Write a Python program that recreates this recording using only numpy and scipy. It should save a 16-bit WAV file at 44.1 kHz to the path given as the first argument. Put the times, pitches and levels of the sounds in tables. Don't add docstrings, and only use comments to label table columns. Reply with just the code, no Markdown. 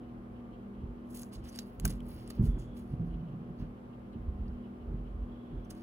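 import sys
import numpy as np
from scipy import signal
from scipy.fft import rfft, irfft
from scipy.io import wavfile
from scipy.ndimage import uniform_filter1d

SR = 44100
rng = np.random.default_rng(int(sys.argv[2]) if len(sys.argv) > 2 else 0)


def digitize_waveform(pressure):
    field = np.atleast_2d(pressure).T
    bounded = np.clip(field, -1, 1)
    quanta = np.round(bounded * 32767).astype(np.int16)
    wavfile.write(sys.argv[1], SR, quanta)


N = 256662
TIME, FREQ = np.arange(N) / SR, np.fft.rfftfreq(N, 1 / SR)

# (pitch [Hz], level [dB], waver [0-1])
HUM_TONES = [(118.6, -59, 0.62), (200.6, -56.5, 0.95), (240.4, -50.5, 0.42), (324.5, -64.5, .8),
             (362.7, -65.5, 0.3), (407, -66, 0.4), (511.5, -73, 1), (592, -75.5, 0.8), (723.7, -75, 1),
             (808, -80.5, 0.7), (888, -82.5, 0.87), (1058, -78.5, 0.83), (1188, -84, 0.97)]
# (frequency [Hz], level [dB])
RUSH_SHARED_COLOUR = [(25, -33), (45, 5), (100, -6), (170, -4), (250, -3.5), (420, -9), (640, -16.5),
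                      (900, -23), (1150, -21.5), (1700, -32.5), (2500, -37), (4200, -46.5), (7000, -56.5),
                      (12000, -52.5), (15500, -62.5)]
RUSH_SIDE_COLOUR = [(25, -28.5), (50, -4), (200, -7), (330, -2.5), (450, -7.5), (750, -3), (1200, -10.5),
                    (1700, -16.5), (2400, -24.5), (4200, -37.5), (7000, -42), (15500, -43.5)]
# (frequency [Hz], level [dB])
WHIRR_COLOUR = [(1800, -32.5), (2600, -7.5), (3000, -2.5), (3350, -8), (3550, -20), (3900, -16.5),
                (7000, -40)]
# (time [s], length [s], level [dB])
FAN_WHISTLES = [(2.5, 0.26, -73), (5.33, .32, -76)]

# (time [s], level [dB], contact time [s])
ARM_BUMPS = [(0.824, -33.5, 0.016), (1.834, -24, 0.012), (1.855, -27, 0.0069), (2.383, -17.5, 0.0075),
             (2.399, -16.5, 0.004), (2.425, -21.5, 0.0083), (2.916, -38.5, 0.0021), (2.992, -29, 0.0056),
             (3.023, -39.5, 0.0088), (3.612, -35, 0.0017), (4.147, -30.5, 0.00092), (4.42, -32, 0.011),
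             (4.933, -33, 0.0051)]
# (time [s], length [s], sway level [dB], drag level [dB])
ARM_LEANS = [(.82, 0.061, -34, -45), (1.365, 0.012, -33, -42), (1.835, 0.058, -29, -32.5),
             (2.04, 0.17, -44, -45), (2.392, 0.022, -23, -27.5), (2.47, 0.051, -26.5, -36.5),
             (2.565, 0.021, -50, -39.5), (2.69, 0.23, -48.5, -46), (3.02, 0.17, -35.5, -41),
             (3.605, 0.035, -35, -34.5), (4.23, 0.092, -31.5, -47.5), (4.42, 0.083, -32.5, -40.5),
             (4.9, 0.1, -32, -39.5), (5.15, 0.1, -32.5, -62), (5.53, 0.052, -36.5, -38),
             (5.69, 0.018, -48, -45)]
# (pitch [Hz], level [dB], ring time [s])
DESK_MODES = [(51, -6, 0.18), (78, -1.5, 0.11), (116.9, -6.5, 0.25), (152.6, -9.5, 0.45),
              (203.3, -0.5, 0.16), (227.1, -1.5, 0.28), (301, -4.5, 0.065), (360.7, -6, 0.097),
              (393, -21, 0.071)]
SWAY_MODES = [(45.3, -6.5, 0.71), (74.4, -4.5, 0.084)]
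# (frequency [Hz], level [dB])
ARM_DRAG_COLOUR = [(60, -20.5), (100, -6.5), (120, 5), (140, -3.5), (165, 0), (190, -18), (260, -14),
                   (380, -18), (600, -35), (1500, -43), (6000, -77.5)]

# (time [s], length [s], hiss level [dB], treble tilt [dB per octave],
# rub and crackle level [dB], sleeve resonance [Hz], resonance boost [dB])
SLEEVE_STROKES = [(1.148, 0.069, -54, -4.5, -68, 9300, -5), (1.329, 0.016, -59, -16, -66, 7600, -2),
                  (1.45, 0.03, -64.5, -8, -61.5, 5900, 0), (1.549, .053, -58.5, -9.5, -61, 4650, 11),
                  (1.645, 0.11, -72.5, 12, -78, 7040, 0), (1.859, 0.051, -57, -6, -55.5, 10000, -6),
                  (2.09, 0.093, -63, 7, -65, 8800, -1), (2.189, 0.044, -82, -4, -69, 6700, 3),
                  (2.286, 0.081, -70, -3, -65.5, 15000, 10), (2.44, 0.029, -61, -4.5, -63.5, 9100, -5),
                  (2.594, 0.025, -65, -10, -67.5, 7000, 9), (2.768, 0.031, -67, -4, -68.5, 9200, -1),
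                  (2.888, 0.044, -82, 3, -76, 10500, 10.5), (3.057, 0.031, -82, 2.5, -79, 10600, 7),
                  (3.589, .026, -82, 4, -68, 5030, 4), (5.699, .0061, -65, -9, -66, 6100, 3),
                  (5.772, .04, -80, -4, -70, 6000, 7)]
# (frequency [Hz], level [dB])
HISS_COLOUR = [(600, -21), (2500, -16), (4000, -10), (5500, -13), (6700, -6.5), (11200, 2), (12600, -2.5),
               (14800, -1), (16500, -4.5)]
THUMB_COLOUR = [(400, -10), (1300, -5), (2600, -4.5), (4500, -5), (9000, -25)]
CRACKLE_COLOUR = [(800, -14.5), (2300, 3.5), (4500, 2), (8000, -17), (15000, -5.5)]
# (time [s], level [dB], scrape length [s], treble tilt [dB per octave],
# ring pitch [Hz], ring level relative to the tick [dB])
EDGE_TICKS = [(1.16, -51, .003, 9, 10000, -9), (1.233, -41.5, 0.00065, -16, 6570, -2),
              (1.243, -61, .001, -6, 5900, -6), (1.334, -55, .003, 3, 11000, -4),
              (1.338, -53, 0.01, 0, 8160, -8), (1.4904, -52, 0.0054, -9, 6000, -2.5),
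              (1.497, -49, .002, 0, 9500, -17), (1.5582, -45, .0007, -2, 8200, 0),
              (1.56, -43.5, .0015, -9, 4900, -9), (1.589, -39, 0.00076, 4, 4700, 8.5),
              (1.591, -38.5, 0.0014, 8, 7200, -2.5), (1.7989, -29.5, .0007, -8, 11500, -16),
              (1.8499, -31, 0.00071, -8, 11600, -16), (1.8521, -25, .001, -15.5, 7000, -8),
              (1.854, -18, 0.0013, 2, 8700, -12), (1.879, -30.5, .0007, -1, 10600, -7),
              (1.905, -39.5, 0.0046, -5, 10170, -7), (1.916, -47, .0007, 0, 10900, -6),
              (1.926, -52, .0008, -1, 6800, -8), (2.066, -59, .0015, 0, 10400, -3),
              (2.143, -58, 0.0014, 3, 10600, -2), (2.277, -43.5, 0.00063, -14, 9900, -3),
              (2.2998, -46, .001, 0, 10400, -14), (2.3034, -36.5, .0012, -13, 11600, -17),
              (2.3066, -41, 0.0015, -11, 4400, -5), (2.427, -57, 0.0032, 0, 9100, -8),
              (4.131, -73.5, .004, -10, 3980, 5), (4.481, -71, 0.0028, -10, 4800, 3),
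              (5.6498, -69, 0.0055, 0, 5900, -2.5), (5.705, -41, 0.0025, -7, 9700, -15),
              (5.709, -42, .0025, -10, 6200, -10), (5.752, -58, .002, -5, 8500, -6)]
# (frequency [Hz], level [dB])
SCRAPE_COLOUR = [(500, -11.5), (1500, -16), (3000, -18.5), (4700, -14.5), (6000, -10.5), (7000, -8),
                 (10400, 1.5), (12500, 1), (15000, -1), (17000, -5)]
# (time [s], level [dB], pitch [ratio])
BUCKLES = [(1.234, -51, 0.7), (1.852, -30, 0.99), (1.8548, -35.5, 0.857), (1.8803, -55, 0.88),
           (2.304, -48, .78), (5.705, -57.5, 0.67), (5.712, -51.5, .78)]
# (pitch [Hz], level [dB], ring time [s])
SHEET_MODES = [(643, -14.5, 0.052), (860, -8, .02), (1120, -12.5, 0.052), (1430, -2.5, .014),
               (1577, -2, 0.032), (1880, -13, .018), (2396, -9, .02), (3410, -18, .014)]
# (pitch [Hz], level [dB], ring time [s])
PILE_MODES = [(2400, -1, 0.0067), (3140, 0, .009), (5000, -12, 0.0036), (6900, -10, .003),
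              (8400, -11, 0.0054), (10600, -4, .003)]

# (time [s], length [s], level [dB])
ARM_CREEPS = [(2.915, 0.026, -34.5), (2.998, 0.049, -32), (3.1, 0.316, -40.5), (3.48, 0.043, -42)]
# (pitch [Hz], level [dB], ring time [s])
CREEP_MODES = [(118.6, -7, 0.15), (166.8, 4.5, 0.17), (196.6, -10, 0.082), (271, -11, 0.046),
               (332, -15, 0.056), (370, -14.5, 0.053)]

# (frequency [Hz], delay [s])
LEFT_MIC_DELAY = [(400, .000184), (1500, .000115), (3000, .000085), (4300, .000115), (6400, .000156),
                  (8300, .000181), (11000, .000184), (13300, .000188)]
# (frequency [Hz], left minus right [dB])
LEFT_MIC_SHADE = [(3500, -0.5), (5400, -9.5), (7000, -0.5)]
# (frequency [Hz], boost [dB])
MIC_RESONANCE = [(7400, 0), (8700, 5), (10200, 0)]


def undb(db):
    return 10 ** (np.asarray(db) / 20)


def unit(x):
    return x / np.sqrt(np.mean(x ** 2))


def steady(x, seconds):
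    return x / np.sqrt(np.abs(uniform_filter1d(x ** 2, int(seconds * SR))) + 1e-12)


def colour(x, points):
    hz, db = np.transpose(points)
    gain = undb(np.interp(np.log(FREQ + 1), np.log(hz), db))
    cepstrum = irfft(np.log(gain), N)
    cepstrum[1:N // 2] *= 2
    cepstrum[N // 2 + 1:] = 0
    return irfft(rfft(x) * np.exp(rfft(cepstrum)), N)


def brightness(hz, db_per_octave):
    return undb(db_per_octave * np.log2(np.clip(hz, 4500, 18000) / 9000))


def wander(rate_hz):
    return unit(irfft(rfft(rng.standard_normal(N)) / (1 + (FREQ / rate_hz) ** 4), N))


def grains(per_s, spread_db):
    size = undb(spread_db * np.minimum(rng.exponential(size=N), 4))
    return rng.choice([-1, 1], N) * size * (rng.random(N) < per_s / SR)


def ring(modes, seconds):
    t = TIME[:int(seconds * SR)]
    return sum((-1) ** k * undb(db - 60 * t / ring_s) * np.sin(2 * np.pi * hz * t)
               for k, (hz, db, ring_s) in enumerate(modes))


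def drive(force, response):
    return signal.fftconvolve(force, response)[:len(force)]


def add(track, start_s, sound):
    i = int(start_s * SR)
    track[i:i + len(sound)] += sound[:N - i]


def swells(rows, rise, slope_db_per_s, release_s, level_column=2):
    gain = np.zeros(N)
    for row in rows:
        at_s, length, db = row[0], row[1], row[level_column]
        attack_s = rise * length
        lead_s = min(6 * attack_s, at_s)
        t = TIME[:int((lead_s + length + 8 * release_s) * SR)] - lead_s
        shape = np.exp(np.minimum(t, 0) / attack_s - np.maximum(t - length, 0) / release_s)
        add(gain, at_s - lead_s, undb(db + slope_db_per_s * np.maximum(t, 0)) * shape)
    return gain


def hum(waver_hz=4, side_db=-17):
    shared, side = 0, 0
    for hz, db, waver in HUM_TONES:
        pure = np.exp(2j * np.pi * (hz * TIME + rng.random()))
        wobble = wander(waver_hz) + 1j * wander(waver_hz)
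        tone = undb(db) * pure * (np.sqrt(2) + waver * wobble)
        shared, side = shared + tone.real, side + tone.imag
    return shared + undb(side_db) * np.array([side, -side])


def fan(shared_db=-51, side_db=-59, whirr_db=-80, flutter_db=4.1):
    shared = unit(colour(rng.standard_normal(N), RUSH_SHARED_COLOUR)) * undb(shared_db)
    side = unit(colour(rng.standard_normal(N), RUSH_SIDE_COLOUR)) * undb(side_db)
    whirr = np.array([unit(colour(noise, WHIRR_COLOUR)) for noise in rng.standard_normal((2, N))])
    whistle_note = ring([(3350, 0, .017)], seconds=.05)
    whistle = np.array([unit(drive(noise, whistle_note)) for noise in rng.standard_normal((2, N))])
    whirr *= undb(whirr_db + flutter_db * wander(rate_hz=22))
    whistle *= swells(FAN_WHISTLES, rise=.22, slope_db_per_s=-6.5, release_s=.07)
    return shared + np.array([side, -side]) + whirr + whistle


def arm_leans(sway_db=-3, drag_db=-6):
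    sway = steady(drive(rng.standard_normal(N), ring(SWAY_MODES, .5)), seconds=.24)
    drag = steady(colour(rng.standard_normal(N), ARM_DRAG_COLOUR), seconds=.011)
    shape = dict(rise=.42, slope_db_per_s=-21, release_s=.047)
    sway *= swells(ARM_LEANS, **shape)
    drag *= swells(ARM_LEANS, **shape, level_column=3)
    return undb(sway_db) * sway + undb(drag_db) * drag


def arm_bumps():
    out, t, desk = np.zeros(N), TIME[:SR // 2], ring(DESK_MODES, .34)
    for at_s, db, contact_s in ARM_BUMPS:
        push = t * np.exp(-2 * np.pi * t / contact_s)
        thud = drive(push, desk)
        add(out, at_s, undb(db) * thud / np.abs(thud).max())
    return out


def sleeve_slides(judder_db=3, hiss_db=-1, thumb_db=-3.5, crackle_db=-7, width_octaves=.13):
    shape = dict(rise=.34, slope_db_per_s=-17, release_s=.032)
    slips = colour(grains(per_s=1300, spread_db=1.7), HISS_COLOUR)
    spectrum = rfft(slips * undb(judder_db * wander(rate_hz=90)))
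    hiss = np.zeros(N)
    for at_s, length, db, tilt, _, hz, boost_db in SLEEVE_STROKES:
        resonance = undb(boost_db / (1 + (np.log2((FREQ + 1) / hz) / width_octaves) ** 2))
        stroke = unit(irfft(spectrum * resonance * brightness(FREQ, tilt), N))
        hiss += stroke * swells([(at_s, length, db)], **shape)
    thumbs = unit(colour(rng.standard_normal(N), THUMB_COLOUR))
    crackle = unit(colour(grains(per_s=150, spread_db=2), CRACKLE_COLOUR))
    rub = undb(thumb_db) * thumbs + undb(crackle_db) * crackle
    return undb(hiss_db) * hiss + rub * swells(SLEEVE_STROKES, **shape, level_column=4)


def edge_ticks(scrape_db=-1, rise=.65, ring_cycles=36):
    scrapes, ringing = np.zeros(N), np.zeros(N)
    t = TIME[:SR // 10] - .03
    tick_freq = np.fft.rfftfreq(len(t), 1 / SR)
    for at_s, db, length, tilt, hz, ring_db in EDGE_TICKS:
        shape = np.exp(np.minimum(t / rise, -t) / length)
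        scrape = unit(rng.standard_normal(len(t)) * shape)
        edge = unit(drive(scrape, ring([(hz, 0, ring_cycles / hz)], .03)))
        tilted = irfft(rfft(scrape) * brightness(tick_freq, tilt))
        strength = undb(db) * np.sqrt(np.mean(shape ** 2))
        add(scrapes, at_s + t[0], strength * undb(scrape_db) * tilted)
        add(ringing, at_s + t[0], strength * undb(ring_db) * edge)
    return colour(scrapes, SCRAPE_COLOUR) + ringing


def sheet_buckles():
    out = np.zeros(N)
    for at_s, db, ratio in BUCKLES:
        knock = ring([(hz * ratio, mode_db, ring_s) for hz, mode_db, ring_s in SHEET_MODES], .09)
        add(out, at_s, undb(db) * knock / np.abs(knock).max())
    return out


def pile_tap(at_s=2.004, db=-46.5, contact_s=.00096):
    out, t = np.zeros(N), TIME[:SR // 20]
    contact = rng.standard_normal(len(t)) * t * np.exp(-t / contact_s)
    tap = drive(contact, ring(PILE_MODES, .03))
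    add(out, at_s, undb(db) * tap / np.abs(tap).max())
    return out


def desk_groan(db=-1.5):
    jerks = grains(per_s=140, spread_db=3)
    judder = steady(drive(jerks, ring(CREEP_MODES, .25)), seconds=.049)
    return undb(db) * judder * swells(ARM_CREEPS, rise=.14, slope_db_per_s=1, release_s=.018)


def microphones(x):
    delay_s, shade_db, boost_db = (np.interp(FREQ, *np.transpose(points))
                                   for points in (LEFT_MIC_DELAY, LEFT_MIC_SHADE, MIC_RESONANCE))
    left = undb(boost_db + shade_db / 2) * np.exp(-2j * np.pi * FREQ * delay_s)
    right = undb(boost_db - shade_db / 2)
    return irfft(rfft(x) * np.array([left, right]), N)


def room(x, ring_s=.048, walls_db=-13, early_db=-9.5, early_s=.002):
    t = TIME[:SR // 3]
    early = rng.standard_normal(len(t)) * np.exp(-t / early_s) * (t > .0003)
    late = rng.standard_normal((2, len(t))) * undb(-60 * t / ring_s) * (t > .005)
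    near = x + undb(early_db) * drive(x, early / np.linalg.norm(early))
    walls = np.array([drive(x, wall / np.linalg.norm(wall)) for wall in late])
    return microphones(near) + undb(walls_db) * walls


def scene():
    background = hum() + fan()
    balance = undb([[-.6], [.6]])
    thuds = microphones(arm_leans() + arm_bumps() + desk_groan()) * balance
    plastic = room(sleeve_slides() + edge_ticks() + sheet_buckles())
    return background + thuds + plastic + pile_tap()


def record(dry, bottom_hz=30, top_hz=15750):
    bass_cut = signal.butter(4, bottom_hz, "highpass", fs=SR, output="sos")
    treble_cut = signal.ellip(8, .2, 70, top_hz, fs=SR, output="sos")
    return signal.sosfilt(treble_cut, signal.sosfilt(bass_cut, dry))


dry = scene()
out = record(dry)
digitize_waveform(out)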